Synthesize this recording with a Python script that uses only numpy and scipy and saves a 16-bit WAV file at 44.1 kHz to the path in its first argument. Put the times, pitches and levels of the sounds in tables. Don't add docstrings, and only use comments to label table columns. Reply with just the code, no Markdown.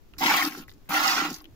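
import sys
import numpy as np
from scipy import signal
from scipy.fft import rfft, irfft, next_fast_len
from scipy.io import wavfile
from scipy.ndimage import uniform_filter1d, map_coordinates

SR = 44100
rng = np.random.default_rng(int(sys.argv[2]) if len(sys.argv) > 2 else 0)


def boost_factor(decibels):
    exponent = np.asarray(decibels, float) / 20
    return 10 ** exponent


def unload_audio(sound):
    columns = np.transpose(np.atleast_2d(sound))
    steps = np.round(np.clip(columns, -1, 1) * 32767)
    wavfile.write(sys.argv[1], SR, steps.astype(np.int16))


N = 68355


def unit(x):
    return x / np.sqrt(np.mean(x ** 2) + 1e-20)


def even(x):
    return unit(x / np.sqrt(abs(uniform_filter1d(x ** 2, size=SR // 25)) + 1e-9))


def along(points, hz):
    f, v = np.transpose(points)
    return np.interp(np.log(hz + 1), np.log(f + 1), v)


def wobble(rate):
    return map_coordinates(rng.standard_normal(int(N * rate / SR) + 4), [np.arange(N) * rate / SR])


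def filtered(x, response):
    m = next_fast_len(N + SR // 2)
    return irfft(rfft(x, m) * response(np.fft.rfftfreq(m, 1 / SR)), m)[..., :N]


def steep(hz):
    return lambda f: (-f * f / (hz * hz - f * f + 1.2j * f * hz)) ** 2


def resonant(modes):
    def response(f):
        return sum((-1) ** k * boost_factor(db) * 1j * f * w / (c * c - f * f + 1j * f * w)
                   for k, (c, w, db) in enumerate(modes))
    return response


def chirps(s, hz, cycles, rise, gain, size=700):
    t = np.arange(size) / SR
    u = t * hz[:, None] / cycles
    tone = np.sin(2 * np.pi * cycles * (u + rise * u * u / 2))
    wave = gain[:, None] * tone * np.exp(-3 * u) * (1 - np.exp(-u * 20))
    at = (s * SR).astype(int)[:, None] + np.arange(size)
    return np.bincount(at.ravel(), wave.ravel(), N + size)[:N]


def flecks(per_s, size_db):
    chance, sign, size = rng.random((3, N))
    return (chance < per_s / SR) * np.sign(sign - .5) * boost_factor(-size_db * np.log(size + 1e-6))


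def ports(pair, alike):
    def turn(hz):
        return np.arccos(np.clip(along(alike, hz), -1, 1)) / 2
    mid, side = filtered(pair, lambda hz: np.array([np.cos(turn(hz)), np.sin(turn(hz))]))
    return np.array([mid + side, mid - side])


def controls(jet_tables):
    t, gain = np.arange(N) / SR, 0
    for table in jet_tables:
        s, db, *_ = np.transpose(table)
        dying_db = 60 * np.maximum(t - s[-1], 0) / 0.088
        gain = gain + (t >= s[0]) * boost_factor(np.interp(t, s, db) - dying_db)
    rows = np.concatenate(jet_tables)
    return [gain, *[np.interp(t, rows[:, 0], column) for column in rows[:, 2:].T]]


# [f/Hz, level/dB per Hz]
SHED_COLOUR = [(25, -2), (70, -25), (200, -18), (370, -17.5), (550, -27), (2000, -36), (9000, -41.5),
               (15000, -42)]
# [f/Hz, likeness -1 to 1]
SHED_ALIKE = [(40, .2), (150, 0.18), (400, 0.21), (1500, .1)]
# [t/s, level/dB, length/s]
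HAND_BUMPS = [(0.15, -56.5, .04), (.185, -55.5, .05), (0.232, -56, .04), (0.294, -69, .03),
              (0.426, -60, .03), (0.576, -72, .04), (0.693, -54.5, 0.043), (0.75, -62, .03),
              (0.914, -55.5, .025), (1.19, -63, .03), (1.393, -59, .02), (1.523, -60, .04)]


def shed():
    pair = filtered(rng.standard_normal((2, N)), lambda f: boost_factor(along(SHED_COLOUR, f)))
    murmur = boost_factor(-55 + 0.81 * wobble(18)) * unit(ports(pair, SHED_ALIKE))
    rumble_hz = 120
    air = unit(filtered(rng.standard_normal((2, N)), lambda f: f / (f + 25) / (1 + (f / rumble_hz) ** 4)))
    lumps = boost_factor(-61.5 + 2.2 * wobble(9) + 2 * np.array([wobble(15), wobble(15)]))
    s, db, length = np.transpose(HAND_BUMPS)[:, :, None]
    bumps = (boost_factor(db - 1) * np.exp(-((np.arange(N) / SR - s) / length * 1.76) ** 2)).sum(axis=0)
    return murmur + lumps * air + bumps * (air + 0.43 * air[::-1])


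# [t/s, level/dB, usual bubble f/Hz]
TRAPPED_AIR = [
    [(.183, -55, 1550), (.203, -38.5, 960), (.216, -26.5, 1070), (.318, -21.5, 1344), (.41, -26, 1576),
     (.482, -37, 1242), (.492, -45.5, 1416), (.632, -52, 1560), (.65, -77, 1260)],
    [(.889, -43.5, 1100), (.906, -33, 1120), (.945, -24.5, 1490), (1.154, -28, 1500), (1.206, -25.5, 1374),
     (1.26, -32, 1180), (1.312, -45.5, 1060), (1.325, -50, 1670), (1.43, -67, 1420)],
]
# [f/Hz, width/Hz, level/dB]
HOLLOW_MODES = [(789, 66, -2), (1077, 46, -4), (1347, 163, -1)]
# [t/s, level/dB over the trapped air]
HOLLOW_LEVEL = [
    (.3, -21.5),
    (.45, -5.5),
    (.95, -5.5),
    (1.25, -5.5),
]
# [f/Hz, likeness -1 to 1]
BUCKET_ALIKE = [(60, -0.12), (180, 0.39), (650, 1), (1650, 0.086), (4970, -0.22), (15000, 0.053)]


def hollow():
    gain, modes = controls(TRAPPED_AIR)[0], resonant(HOLLOW_MODES)
    sing = filtered(rng.standard_normal((2, N)), lambda f: modes(f) ** 2)
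    level_db = np.interp(np.arange(N) / SR, *np.transpose(HOLLOW_LEVEL))
    return gain * boost_factor(level_db) * unit(ports(sing, BUCKET_ALIKE))


# [t/s, peak level/dB, f/Hz]
DROP_TICKS = [(0.137, -35.5, 2730), (0.14, -44, 1360), (0.168, -46, 1660), (.638, -37, 3100),
              (0.682, -34, 1910), (0.6947, -31, 3740), (0.7157, -38, 3660), (0.7157, -45, 2000),
              (0.738, -40, 6500), (0.858, -50, 2010), (0.878, -47, 1650), (0.549, -27, 1400),
              (.522, -27, 1930), (1.303, -19.5, 5600), (1.33, -24, 6100), (1.343, -18, 5900),
              (1.366, -29, 5460), (1.405, -33, 4700), (0.906, -21.5, 1070), (1.391, -51, 1380),
              (1.411, -40, 1090), (1.443, -33.5, 2980), (1.455, -32.5, 3020)]


def ticks():
    s, db, hz = np.transpose(DROP_TICKS)
    return chirps(s, hz, 4.5, 0.04, boost_factor(db + 2.5))


# [t/s, peak level/dB, f/Hz]
LARGE_BUBBLES = [(.207, -27, 773), (.229, -17.5, 934), (0.253, -25, 1030), (0.28, -20.5, 930),
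                 (.305, -17, 856), (0.963, -16, 1386), (0.98, -45, 1410), (1.046, -16, 1230),
                 (1.119, -17.5, 1237), (1.177, -18, 1480), (1.201, -23, 1356), (0.371, -21, 1350),
                 (.345, -15, 1315), (.4, -25.5, 1096), (.212, -26, 893), (.39, -21.5, 1080)]
# [t/s, peak level/dB, f/Hz]
SLACKENING = [
    (.402, -28, 2440),
    (.414, -14, 2130),
    (0.423, -13.5, 1830),
    (0.435, -22.5, 1240),
]


def gulps():
    s, db, hz = np.transpose(LARGE_BUBBLES)
    large = chirps(s, hz, 28, 0.0068, boost_factor(db), size=1500)
    s, db, hz = np.transpose(SLACKENING)
    return large + chirps(s, hz, 20, 0.015, boost_factor(db), size=1500)


# [t/s, peak level/dB]
FIRST_SLAPS = [
    (0.186, -20),
    (0.893, -17.5),
]


def slaps():
    out, t = np.zeros(N), np.arange(500) / SR
    for at, level_db in FIRST_SLAPS:
        out[round(at * SR):][:len(t)] += boost_factor(level_db - 60 * t / 0.0017) * rng.standard_normal(len(t))
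    return out


def drops():
    return filtered(ticks() + gulps() + slaps(), steep(550))


# [t/s, spatter level/dB, mist level/dB, 60 dB decay/s]
BROKEN_BITS = [(.017, -72, -58, 0.0076), (.088, -77, -62, 0.01), (.136, -66, -62, 0.018),
               (.408, -37.5, -45, 0.013), (.428, -28, -28, 0.021), (0.436, -37, -26, 0.016),
               (0.45, -22, -30, 0.016), (0.463, -39, -24, 0.011), (0.4748, -44, -31, 0.015),
               (.494, -50, -40, .015), (.543, -55, -47, .01), (0.577, -42, -47, 0.03),
               (.679, -56, -51.5, .02), (.687, -53, -54, 0.012), (0.693, -56, -60, .03),
               (0.702, -58, -54, 0.021), (.709, -56, -55, 0.011), (0.715, -45.5, -52, 0.0066),
               (.724, -52.5, -47, .006), (0.7364, -52, -56, .01), (.743, -57, -58, .008),
               (.78, -58.5, -62.5, .01), (0.854, -71, -59, 0.014), (.862, -68, -67, .01),
               (1.252, -31, -42, 0.0099), (1.273, -46, -44.5, 0.0102), (1.304, -33, -39, 0.018),
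               (1.329, -38.5, -39, .02), (1.342, -30.5, -51, 0.016), (1.357, -46, -46, .008),
               (1.362, -38, -44, .012), (1.372, -55, -38, 0.0091), (1.384, -49, -43, 0.013),
               (1.403, -52, -60, .015), (1.414, -67, -47, .008), (1.42, -62, -42.5, .008),
               (1.442, -46, -45, .006), (1.452, -60, -53.5, .008)]
# [f/Hz, level/dB per Hz]
SPATTER_COLOUR = [(1500, -46.5), (3000, -11.5), (4500, 2.5), (6000, 0), (7200, -4), (9500, -9.5),
                  (11500, -18.5)]
# [f/Hz, level/dB per Hz]
MIST_COLOUR = [(6000, -25.5), (9000, 1.5), (11000, 5.5), (12500, 4), (14800, 3), (16000, -12)]


def sputters():
    def hiss(colour):
        return unit(filtered(rng.standard_normal((2, N)), lambda f: boost_factor(along(colour, f))))
    s, spatter_db, mist_db, t60 = np.transpose(BROKEN_BITS)[:, :, None]
    after = np.maximum(np.arange(N) / SR - s, 0)
    decay = boost_factor(-60 * np.minimum(after / t60, 4))
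    shape = decay * (1 - np.exp(-after / 0.00073)) * (after < .1)
    spatter = hiss(SPATTER_COLOUR) * (boost_factor(spatter_db) * shape).sum(axis=0)
    return spatter + hiss(MIST_COLOUR) * (boost_factor(mist_db) * shape).sum(axis=0)


# [t/s, spatter level/dB, mist level/dB over the spatter]
JET_SPRAY = [
    [(.182, -33, -14), (.188, -39, 1), (.262, -28, -10.5), (.45, -34, -7), (.484, -39.5, -0.5),
     (.491, -49.5, 1.5), (.59, -46.5, -5), (.635, -62.5, 4), (.65, -80, -12)],
    [(.889, -72, 8), (.893, -45.5, 12), (.944, -33, -6.5), (1.12, -28.5, -7), (1.23, -35, -24),
     (1.27, -44, -12), (1.35, -46.5, 0), (1.385, -56, -7), (1.41, -69, -9)],
]


def spray():
    gain, mist_db = controls(JET_SPRAY)
    spatter = even(filtered(flecks(9000, 3), lambda f: boost_factor(along(SPATTER_COLOUR, f))))
    mist = unit(filtered(flecks(5800, 3.34), lambda f: boost_factor(along(MIST_COLOUR, f))))
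    return gain * (spatter * boost_factor(0.22 * wobble(90)) + mist * boost_factor(mist_db + 1.3 * wobble(73)))


# [f/Hz, level/dB per Hz]
FROTH_COLOUR = [(450, -17.5), (620, -3.5), (800, -7.5), (1350, -6.5), (2200, 1), (3500, -2.5),
                (5000, -18.5)]


def gurgle():
    gain, pitch_hz = controls(TRAPPED_AIR)
    bubbles_per_s, largest_hz, spread = 2000, 712, 0.453
    u, z = rng.random((3000, 2)), rng.standard_normal(3000)
    s = np.cumsum(-np.log(u[:, 0] + 1e-9)) / bubbles_per_s
    keep = s < (N - 1) / SR
    s = s[keep]
    hz = pitch_hz[(s * SR).astype(int)] * np.exp(spread * z[keep])
    hz = np.clip(hz, largest_hz, 8000)
    loudness = (hz / 1000) ** 0.77 * boost_factor(-3.5 * np.log(u[keep, 1] + 0.0066))
    bubbles = unit(chirps(s, hz, 7.86, 0.1, loudness))
    churn = unit(filtered(flecks(4000, 2.7), lambda f: boost_factor(along(FROTH_COLOUR, f))))
    froth = even(filtered(bubbles + boost_factor(2.0) * churn, steep(673)))
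    return gain * boost_factor(.6 * wobble(120)) * froth


# [t/s, level/dB]
JET_PUSH = [
    [(0.14, -77), (0.226, -31.5), (0.416, -42.5), (0.475, -29.5), (0.5, -50.5), (0.592, -42), (0.704, -72),
     (0.764, -56.5), (0.8, -87.5)],
    [(0.87, -103), (0.89, -53), (0.916, -37), (1.108, -43.5), (1.25, -36.5), (1.316, -38.5), (1.358, -57.5),
     (1.484, -55), (1.55, -80)],
]
# [f/Hz, width/Hz, level/dB]
AIR_COLUMN = [(175, 17, -10.5), (221, 14, -10), (302.5, 27.7, -0.5)]
# [t/s, peak level/dB, f/Hz]
BASE_THUMPS = [
    (.505, -6, 245),
    (.893, -3, 185),
    (1.25, 0, 320),
    (1.318, -6, 165),
    (.575, -8, 350),
]


def drumming():
    drum, = controls(JET_PUSH)
    column, floor = resonant(AIR_COLUMN), steep(174.5)
    boom = even(filtered(flecks(2500, 3.34), lambda f: column(f) * floor(f) / (1 + (1j * f / 400)) ** 2))
    s, db, hz = np.transpose(BASE_THUMPS)
    thumps = chirps(s, hz, 7.2, .02, boost_factor(db - 29.5), size=4000)
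    return drum * boost_factor(1.7 * wobble(25.3)) * boom + thumps


def jets():
    return boost_factor(0.81 * wobble(32)) * (spray() + gurgle())


# [f/Hz, width/Hz, level/dB]
WALL_MODES = [(787.5, 14, -4.5), (868, 7, 3), (1080, 11, 9), (1283, 13, 10.5), (1397, 52, 5.5),
              (1721, 47, 9), (2000, 45, 2), (2088, 158, -11.5), (2694, 63, -7), (3467, 73, 6.5),
              (781, 80, -0.5), (1306, 160, -1), (5320, 150, -7), (6450, 58, 7)]
# [f/Hz, left over right level/dB]
LEAN = [(60, -5), (130, 16.5), (290, -42), (640, -3), (1410, -2), (3100, 2.5), (6820, -5), (15000, 11.5)]


def bucket(x):
    wander_s, echo_t60_s, lag_s = .035, .025, 0.00013
    wall = resonant(WALL_MODES)

    def ringing(f):
        return 1 + boost_factor(-2) * wall(f)
    usual = np.sqrt(np.mean(abs(ringing(np.linspace(600, 7000, 500))) ** 2))
    x = np.pad(filtered(x, lambda f: ringing(f) / usual), SR // 5)
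    t, hop = np.arange(SR // 12) / SR, round(wander_s * SR)
    fade = np.sin(np.pi * np.arange(2 * hop) / (2 * hop))
    pair = np.zeros((2, len(x) + SR))
    for at in range(0, len(x) - 2 * hop, hop):
        paths = rng.standard_normal((2, len(t))) * boost_factor(-60 * t / echo_t60_s)
        paths[0, 0] += 10
        z = rfft(paths)
        z = z / np.sqrt(uniform_filter1d(abs(z) ** 2, size=7, axis=1))
        paths = irfft(z, len(t))[:, :len(t) // 2]
        paths = paths / np.linalg.norm(paths, axis=1)[:, None]
        heard = signal.fftconvolve((x[at:at + 2 * hop] * fade)[None], paths, axes=1)
        pair[:, at:at + heard.shape[1]] += heard
    side = np.array([[.5], [-.5]])
    both = ports(pair[:, SR // 5:][:, :N], BUCKET_ALIKE)
    return filtered(both, lambda f: boost_factor(side * along(LEAN, f)) * np.exp(-2j * np.pi * f * (.5 - side) * lag_s))


# [t/s, left over right level/dB]
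JET_AIM = [
    (.5, 1.5),
    (.9, -1.5),
    (1.25, -2.5),
    (1.4, 2),
]


def scene():
    background = shed() + hollow()
    drop, bits = drops(), sputters()
    near = bucket(jets() + boost_factor(-4.0) * drop + boost_factor(0.5) * bits[0])
    near = near + boost_factor(-10) * np.array([drop, np.roll(drop, shift=6)]) + boost_factor(-1.5) * bits
    aim_db = np.interp(np.arange(N) / SR, *np.transpose(JET_AIM))
    return near * boost_factor([aim_db / 2, -aim_db / 2]) + drumming() * boost_factor([[.3], [-.3]]) + background


def band_limit(x):
    return signal.sosfilt(signal.butter(12, 16740, fs=SR, output="sos"), x)


# [f/Hz, width/Hz, depth 0-1]
CASE_NOTCHES = [(8450, 600, .93), (10900, 550, .8)]


def record(dry):
    top_hz = 15780

    def case(f):
        notches = [1 - depth / (1 + ((f - c) / w) ** 2) for c, w, depth in CASE_NOTCHES]
        return np.prod(notches, axis=0) * np.clip((top_hz + 150 - f) / 400, 0, 1)
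    return band_limit(filtered(dry, case))


dry = scene()
out = record(dry)
unload_audio(out)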